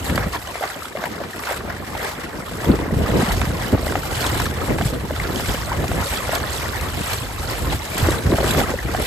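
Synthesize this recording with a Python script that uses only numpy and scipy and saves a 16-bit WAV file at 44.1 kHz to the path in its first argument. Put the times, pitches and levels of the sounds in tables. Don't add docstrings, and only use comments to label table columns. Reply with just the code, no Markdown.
import sys
import numpy as np
from scipy import signal
from scipy.fft import rfft, irfft
from scipy.io import wavfile

SR = 44100
rng = np.random.default_rng(int(sys.argv[2]) if len(sys.argv) > 2 else 0)


def master_out(mix):
    frames = np.transpose(np.atleast_2d(mix))
    ceiling = np.clip(frames, -1, 1)
    pcm = np.round(ceiling * 32767).astype(np.int16)
    wavfile.write(sys.argv[1], SR, pcm)


N = 399546
HZ = np.maximum(np.fft.rfftfreq(N, 1 / SR), 1)

# (time [s], rumble [dB], buffeting [dB])
BREEZE_CURVE = [(0, -36, -33), (.35, -33.5, -36), (.6, -46, -48.5), (1.3, -51, -36.5), (1.5, -42, -43.5),
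                (2.4, -37.5, -33), (2.9, -28.5, -26.5), (4.2, -28.5, -31), (5.1, -27, -30), (5.6, -28, -33),
                (6.299, -30, -32.5), (7.501, -30, -39.5), (7.9, -37, -38), (8.3, -36, -28),
                (9.06, -29.5, -46)]
# (full from [s], build [s per 10 dB, floored in wind()], hold [s], rumble [dB], buffeting [dB])
GUST_EVENTS = [(0.104, 0, 0.012, -26, -24), (0.17, 0.2, 0.1, -25, -28), (0.763, -0.14, 0.019, -48, -31),
               (1.14, 0.2, 0.095, -44, -30.5), (1.676, 0.1, 0.025, -36, -30),
               (1.843, 0.5, 0.14, -39, -37.5), (2.493, -0.2, 0.03, -38, -29.5),
               (2.696, 0.05, 0.044, -23, -19), (2.924, 0, 0.12, -21, -24.5),
               (3.106, 0.05, 0.11, -28, -20.5), (3.301, 0, 0.2, -22, -41), (3.73, -0.01, 0.019, -22, -18.5),
               (3.947, 0.5, 0.027, -37, -29), (4.43, 0.2, 0.045, -22.5, -31),
               (4.688, -0.03, 0.024, -18.5, -19), (4.833, 0.2, 0.04, -22.5, -24),
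               (5.366, 0.2, 0.015, -36, -25), (5.487, -3.5, 0.014, -21, -30), (5.827, 0.1, 0.18, -23, -27),
               (6.997, 0.13, 0.022, -24, -26.5), (7.725, 0.18, 0.028, -21, -25),
               (8.033, 0.07, 0.12, -20, -21.5), (8.265, 0.05, 0.087, -22, -20),
               (8.386, -0.2, 0.23, -22.5, -21.5), (8.707, 0.2, 0.047, -26, -28),
               (8.843, -0.9, 0.19, -25.5, -28)]
# (frequency [Hz], relative density [dB])
RUMBLE_SPECTRUM = [(22, -28), (32, -21), (45, 2), (80, 5), (130, -2.5), (250, -21)]
BUFFET_SPECTRUM = [(70, -15), (150, 0), (280, -1.5), (500, -4.5), (900, -16.5), (2000, -29)]
# (start [s], envelope peak before ports [dB], pitch [Hz])
THUMP_EVENTS = [(0.112, -13, 170), (0.125, -18.5, 198), (0.261, -19, 177), (2.689, -7.5, 304),
                (2.696, -2, 235), (2.712, -9, 200), (2.738, -9, 350), (2.877, -17, 240), (2.921, -13, 180),
                (2.964, -11.5, 160), (3.114, -13, 91.5), (3.189, -16, 128), (3.228, -9.5, 228),
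                (3.281, -14, 187), (3.47, -13.5, 151), (3.735, -10, 94), (3.939, -17, 95),
                (4.822, -17, 198), (4.853, -7.5, 131), (8.025, -6, 107), (8.084, -6.5, 330),
                (8.101, -13, 107), (8.255, -9.5, 101), (8.266, -9, 110), (8.323, -10, 363),
                (8.442, -11.5, 368), (8.51, -19, 238), (8.572, -15, 105), (8.701, -18, 292),
                (8.891, -17, 326)]
# (time [s], slosh [relative dB], spray [relative dB])
LAPPING_CURVE = [(0, -37, -40), (1.2, -36, -46), (2.9, -34, -47.5), (3.4, -35, -49), (5.0, -36.5, -43),
                 (6.6, -30, -36.5), (7.3, -34.5, -41), (9.06, -31, -40)]
# (full from [s], length [s], slosh [relative dB], spray [relative dB])
STRIDE_EVENTS = [(0.086, 0.052, -30.5, -34.5), (0.204, 0.13, -30, -42), (0.351, 0.03, -25.5, -36.5),
                 (0.628, 0.2, -31, -39.5), (0.848, 0.044, -39, -41), (0.968, 0.026, -32.5, -46),
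                 (1.054, 0.063, -30, -38), (1.227, 0.066, -33.5, -56), (1.702, 0.019, -30, -41),
                 (1.496, 0.13, -29, -36.5), (2.053, 0.14, -29.5, -36.5), (2.656, 0.19, -34.5, -38.5),
                 (3.068, 0.036, -29, -55), (3.32, 0.045, -28.5, -37.5), (3.22, 0.19, -30, -32.5),
                 (3.418, 0.17, -33, -38.5), (3.626, 0.2, -31.5, -36.5), (3.879, 0.088, -32.5, -35),
                 (4.23, 0.22, -29, -31.5), (4.405, 0.11, -30.5, -34), (4.646, 0.16, -30, -38.5),
                 (4.848, .12, -35, -36), (5.242, 0.15, -31.5, -52), (5.478, 0.24, -31.5, -33.5),
                 (5.728, 0.089, -31, -58), (6.098, 0.23, -31.5, -33), (6.343, 0.053, -27, -34.5),
                 (6.543, 0.14, -36, -35), (6.817, 0.062, -32, -48), (7.097, 0.17, -32, -32),
                 (7.518, 0.15, -32, -34.5), (7.723, 0.051, -31, -33.5), (7.976, 0.24, -32.5, -34),
                 (8.109, 0.11, -28, -34.5), (8.48, .14, -29.5, -30.5), (8.591, 0.06, -27.5, -30),
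                 (8.695, 0.061, -34.5, -37), (9.046, 0.14, -37, -32.5)]
# (frequency [Hz], relative gain [dB])
SLOSH_SPECTRUM = [(200, -29), (400, -10.5), (700, -5.5), (1200, -4.5), (2000, -6), (2700, -13), (4000, -19)]
SPRAY_SPECTRUM = [(1200, -20), (2500, 0), (4000, -1.5), (6200, -6), (8500, -3), (10400, -1), (12000, -6.5),
                  (13500, -6.5), (15300, -4)]
# (start [s], level before gain_db [dB], initial pitch [Hz], slap re ring [dB])
PLOP_EVENTS = [(0.097, -14, 920, 2.5), (0.16, -19, 899, 5), (0.177, -4, 574, -0.5), (0.334, -12, 1040, -7),
               (0.346, -6, 960, -10.5), (0.555, -9, 650, -3.5), (0.609, -6, 540, -24),
               (0.622, -6, 730, -15), (0.636, -6, 684, -7), (0.821, -12.5, 1190, -26),
               (0.854, -12, 1250, -8), (0.952, -6, 550, -23), (0.971, -9, 610, -3.5), (1.027, -9, 610, -16),
               (1.036, -12, 2100, -14), (1.039, -10, 604, 1), (1.202, -14, 635, -16),
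               (1.213, -8.5, 530, -15), (1.332, -14, 1700, -13), (1.436, -17.5, 1000, 2),
               (1.471, -8.5, 1400, -9.5), (1.492, -11, 537, -11), (1.509, -8, 526, -8),
               (1.684, -15, 550, -9), (1.951, -5, 790, -13), (2.789, -10.5, 900, -8),
               (3.059, -12, 1140, -9), (2.907, -5.5, 507, -16.5), (3.011, -5.5, 537, -25),
               (3.415, -10, 674, 4), (3.737, -6.5, 590, -12), (3.778, -11.5, 660, -9.5),
               (3.828, -9, 587, -16), (3.879, -11, 1890, -15), (3.867, -7, 535, -4.5),
               (3.897, -14, 1500, -5), (3.921, -6.5, 540, -1.5), (3.954, -1, 690, -6),
               (4.384, -18, 1520, -9), (4.399, -9, 606, 4), (4.456, -7, 1600, -8), (4.464, -6, 1190, -8.5),
               (4.784, -11, 543, 3.5), (4.811, -5, 645, -2.5), (4.934, -11, 551, -5.5),
               (5.107, -6, 536, -7.5), (5.162, -11.5, 1250, -6), (5.199, -2.5, 1930, -18),
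               (5.397, -12, 607, 0), (5.716, -5.5, 875, -22), (5.84, -6.5, 660, -7),
               (5.985, -10.5, 700, -5), (5.915, -6.5, 616, -6), (6.056, -14, 470, -14),
               (6.197, -11.5, 520, -15), (6.292, -4, 510, -6), (6.332, -5, 640, -12),
               (6.353, -13.5, 1490, 3), (6.401, -15, 1060, -2), (6.809, -14, 1140, -11),
               (7.729, -6.5, 776, -20), (8.085, -2, 533, -6), (8.123, -8.5, 495, -3),
               (8.319, -5, 501, -3.5), (8.336, -2, 556, -10), (8.345, -7, 630, -19),
               (8.384, -0.5, 597, -8.5), (8.429, -3, 520, -13), (8.442, -9, 524, 2), (8.547, -6, 644, -4),
               (8.58, -2.5, 546, -10), (8.594, -0.5, 570, -19), (8.613, -1, 700, -15),
               (8.694, -12, 540, -2), (8.739, -2, 497, -23), (8.788, -8, 1810, -22), (8.947, -2.5, 670, -9),
               (8.999, -7, 530, -5)]
# (start [s], level before gain_db [dB], initial pitch [Hz])
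DROP_EVENTS = [(0.157, -11, 4360), (0.4727, -19, 2840), (1.976, -20, 3080), (3.4141, -15, 3480),
               (4.2058, -13, 8100), (4.2644, -7.5, 3220), (4.4, -13, 5000), (4.82, -20, 3420),
               (5.358, -16, 3100), (5.6582, -18, 3900), (5.88, -14, 2400), (6.172, -13, 3130),
               (6.35, -9, 4770), (6.8103, -13.5, 3930), (7.134, -11.5, 4100), (7.9794, -11, 6900),
               (7.9982, -15, 3200), (8.1053, -11, 3730), (8.5096, -11, 7060)]
# (frequency [Hz], left re right [dB], likeness [0-1])
PORT_BALANCE = [(60, -1, 0.92), (250, 0.5, 0.72), (450, -.5, 0.67), (1100, 0.5, 0.24), (1700, 1.5, 0.49),
                (2490, 2, 0.65), (3240, -5.5, 0), (3530, -3.5, 0.2), (5000, -4.5, 0.17), (5630, -2, 0),
                (7740, -1.5, 1), (10700, 0.5, 1)]
# (frequency [Hz], left against right [rad])
STEREO_PHASE = [(60, -.1), (1700, .1), (2600, -2.8), (3300, -.3), (8000, .3), (9300, 2.9), (10200, 3.3),
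                (11900, 6.2), (13000, 6.5), (13900, 9.1), (15000, 9.4)]

GUST_FALL_S_PER_10_DB = 0.02
STRIDE_RISE, STRIDE_HOLD, STRIDE_FALL = 1.1, 0.21, 0.68
PLOP_CYCLES_AT_600_HZ = 1.37
PLOP_PITCH_POWER = .85
SPATTER_S = 0.012
STOPBAND_HZ = 16120


def from_db(db):
    return 10 ** (np.asarray(db) / 20)


def rms_one(x):
    return x / np.sqrt(np.mean(x ** 2) + 1e-20)


def in_time(rows):
    s, *columns = np.transpose(rows)
    return [np.interp(np.arange(N) / SR, s, column) for column in columns]


def in_hz(rows):
    hz, *columns = np.transpose(rows)
    return [np.interp(np.log(HZ), np.log(hz), column) for column in columns]


def colour(x, spectrum):
    inside = (HZ > .7 * spectrum[0][0]) & (HZ < 1.5 * spectrum[-1][0])
    gain = from_db(in_hz(spectrum)[0]) * inside
    return rms_one(irfft(rfft(x) * gain, N))


def drift(corner_hz):
    r = np.exp(-40 * np.pi * corner_hz / SR)
    noise = rng.standard_normal(N // 20 + 2002)
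    slow = signal.lfilter([1], [1, -2 * r, r * r], noise)[2000:]
    return np.interp(np.arange(N) / 20, np.arange(len(slow)), rms_one(slow))


def swells(s, rise_s, hold_s, fall_s, levels_db, calm):
    t = np.arange(0, N + 32, 32)[:, None] / SR
    rising = (s - t) / rise_s
    falling = (t - s - hold_s) / fall_s
    below_db = 10 * np.maximum(0, np.maximum(rising, falling))
    totals_db = []
    for event_db, calm_db in zip(levels_db, in_time(calm)):
        coarse = np.sum(from_db(event_db - below_db) ** 2, axis=1)
        power = np.interp(np.arange(N) / SR, t[:, 0], coarse)
        totals_db.append(10 * np.log10(power + from_db(calm_db) ** 2))
    return totals_db


def thumps(cycles_at_150_hz):
    out, t = np.zeros((2, N + SR)), np.arange(4000) / SR
    chance = rng.random((len(THUMP_EVENTS), 2))
    for (s, peak_db, hz), (turn, lean) in zip(THUMP_EVENTS, chance):
        swell = t * hz / (cycles_at_150_hz * (hz / 150) ** 0.48)
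        envelope = swell ** 2 * np.exp(2 - 2 * swell)
        lump = envelope * np.sin(2 * np.pi * (t * hz + turn))
        at = int(s * SR)
        out[:, at:at + 4000] += from_db(peak_db) * lump * [[1], [lean - .5]]
    return out[:, :N]


def wind():
    s, build_s, hold_s, *levels_db = np.transpose(GUST_EVENTS)
    build_s = np.maximum(build_s, .005)
    rumble_db, buffet_db = swells(s, build_s, hold_s, GUST_FALL_S_PER_10_DB, levels_db, BREEZE_CURVE)
    eddies = drift(20)
    rumble_lumps = from_db(1.5 * eddies)
    buffet_lumps = from_db(np.minimum(3.0 * eddies + 3.3 * drift(58), 6.5))
    rumble = colour(rng.standard_normal((2, N)) * rumble_lumps, RUMBLE_SPECTRUM)
    buffet = colour(rng.standard_normal((2, N)) * buffet_lumps, BUFFET_SPECTRUM)
    gusts = from_db(rumble_db) * rumble + from_db(buffet_db) * buffet
    return gusts + thumps(cycles_at_150_hz=0.84)


def splats(per_s, decay_s):
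    landed = (rng.random(N) < per_s / SR) * np.minimum(rng.exponential(1, N), 1.6)
    dying = signal.lfilter([1], [1, -np.exp(-1 / (decay_s * SR))], landed)
    return np.minimum(dying, 1.6)


def bubbles(per_s, low_hz, high_hz, cycles, spread_db, count):
    born = rng.random(N) < per_s / SR
    sizes = born * from_db(spread_db * np.minimum(rng.exponential(1, N), 4))
    signs = rng.choice([-1, 1], (2, N))
    dealt = rng.integers(0, count, N)
    out = np.zeros((2, N))
    for k, hz in enumerate(np.geomspace(low_hz, high_hz, count)):
        r = from_db(-60 * hz / (cycles * SR))
        w = 2 * np.pi * hz / SR
        resonance = [1 - r * r, 0, r * r - 1, 1, -2 * r * np.cos(w), r * r]
        clicks = sizes * signs * (dealt == k) + 1e-18
        out += signal.sosfilt([resonance, resonance], clicks) / np.sqrt(hz)
    return rms_one(out)


def churn(level_db, spectrum, grains, bursts, hiss_db, surge_db, patchy_db):
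    white, surge = rfft(rng.standard_normal((2, N))), drift(13.0)
    edges = np.geomspace(spectrum[0][0] / 2, spectrum[-1][0] * 2, 9)
    hiss = np.zeros((2, N))
    for low, high in zip(edges, edges[1:]):
        band = irfft(white * (HZ >= low) * (HZ < high), N)
        hiss += band * from_db(surge_db * surge + patchy_db * drift(22.4))
    mix = grains + from_db(hiss_db) * hiss * (1 + bursts)
    return from_db(level_db) * colour(mix, spectrum)


def pockets(rows, rings, rise, slap_s, gain_db):
    out, t = np.zeros((2, N + SR)), np.arange(2000) / SR
    chance = rng.random((len(rows), 3))
    noises = rng.standard_normal((len(rows), 2000))
    slap_envelope = t / slap_s * np.exp(1 - t / slap_s)
    spatter_envelope = 0.25 * (1 - np.exp(-t / slap_s)) * np.exp(-t / SPATTER_S)
    for (s, peak_db, hz, slap_db), cycles, (turn, lean, size), noise in zip(rows, rings, chance, noises):
        swell = t * hz / (cycles * (0.61 + 0.5 * size))
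        phase = t * hz * (1 + rise * swell) + turn
        ring = swell * np.exp(1 - swell) * np.sin(2 * np.pi * phase)
        band = signal.butter(2, [hz, min(3.1 * hz, 15000)], "band", fs=SR, output="sos")
        slap = rms_one(signal.sosfilt(band, noise)) * (slap_envelope + spatter_envelope)
        pocket = from_db(peak_db + gain_db) * (ring + from_db(slap_db) * slap)
        at = int(s * SR)
        out[:, at:at + 2000] += pocket * [[1], [lean - .5]]
    return out[:, :N]


def strides():
    s, length_s, *levels_db = np.transpose(STRIDE_EVENTS)
    slosh_db, spray_db = swells(s, STRIDE_RISE * length_s, STRIDE_HOLD * length_s,
                                STRIDE_FALL * length_s, levels_db, LAPPING_CURVE)
    swarms = from_db(4 * drift(14))
    gurgle_per_s = 1200 * from_db(slosh_db + 33) * swarms
    patter_per_s = 1200 * from_db(spray_db + 40.5)
    gurgle = bubbles(gurgle_per_s, 250, 2600, cycles=19.0, spread_db=3.3, count=24)
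    patter = bubbles(patter_per_s, 2016, 13940, cycles=22.6, spread_db=5.0, count=16)
    landings = splats(per_s=75, decay_s=0.0056)
    slosh = churn(slosh_db + 1.2, SLOSH_SPECTRUM, gurgle, .9 * landings,
                  hiss_db=1.0, surge_db=1.4, patchy_db=2.0)
    spray = churn(spray_db + 5.0, SPRAY_SPECTRUM, patter, 0.7 * landings,
                  hiss_db=4.0, surge_db=0.7, patchy_db=1.7)
    return slosh + spray


def plops_and_drops():
    plop_rings = [PLOP_CYCLES_AT_600_HZ * (row[2] / 600) ** PLOP_PITCH_POWER for row in PLOP_EVENTS]
    plops = pockets(PLOP_EVENTS, plop_rings, rise=0.021, slap_s=0.0015, gain_db=-10.0)
    drop_rows = [(*drop, -5) for drop in DROP_EVENTS]
    drop_rings = np.full(len(drop_rows), 4.2)
    drops = pockets(drop_rows, drop_rings, rise=0.012, slap_s=0.0013, gain_db=-8.5)
    return plops + drops


def ports(pair):
    balance_db, alike = in_hz(PORT_BALANCE)
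    alike = np.clip(alike, 0, 1)
    shared, scattered = rfft(pair)
    shared = np.sqrt(1 + alike) * shared
    scattered = np.sqrt(1 - alike) * scattered
    half = from_db(balance_db / 2) * np.exp(.5j * in_hz(STEREO_PHASE)[0])
    left, right = (shared + scattered) * half, (shared - scattered) / half
    return irfft(np.array([left, right]), N) / np.sqrt(2)


def scene():
    return ports(wind() + strides() + plops_and_drops())


def record(dry):
    rounded = .95 * np.tanh(dry / .95)
    low_pass = signal.cheby2(20, 70, STOPBAND_HZ, fs=SR, output="sos")
    return signal.sosfilt(low_pass, rounded)


dry = scene()
out = record(dry)
master_out(out)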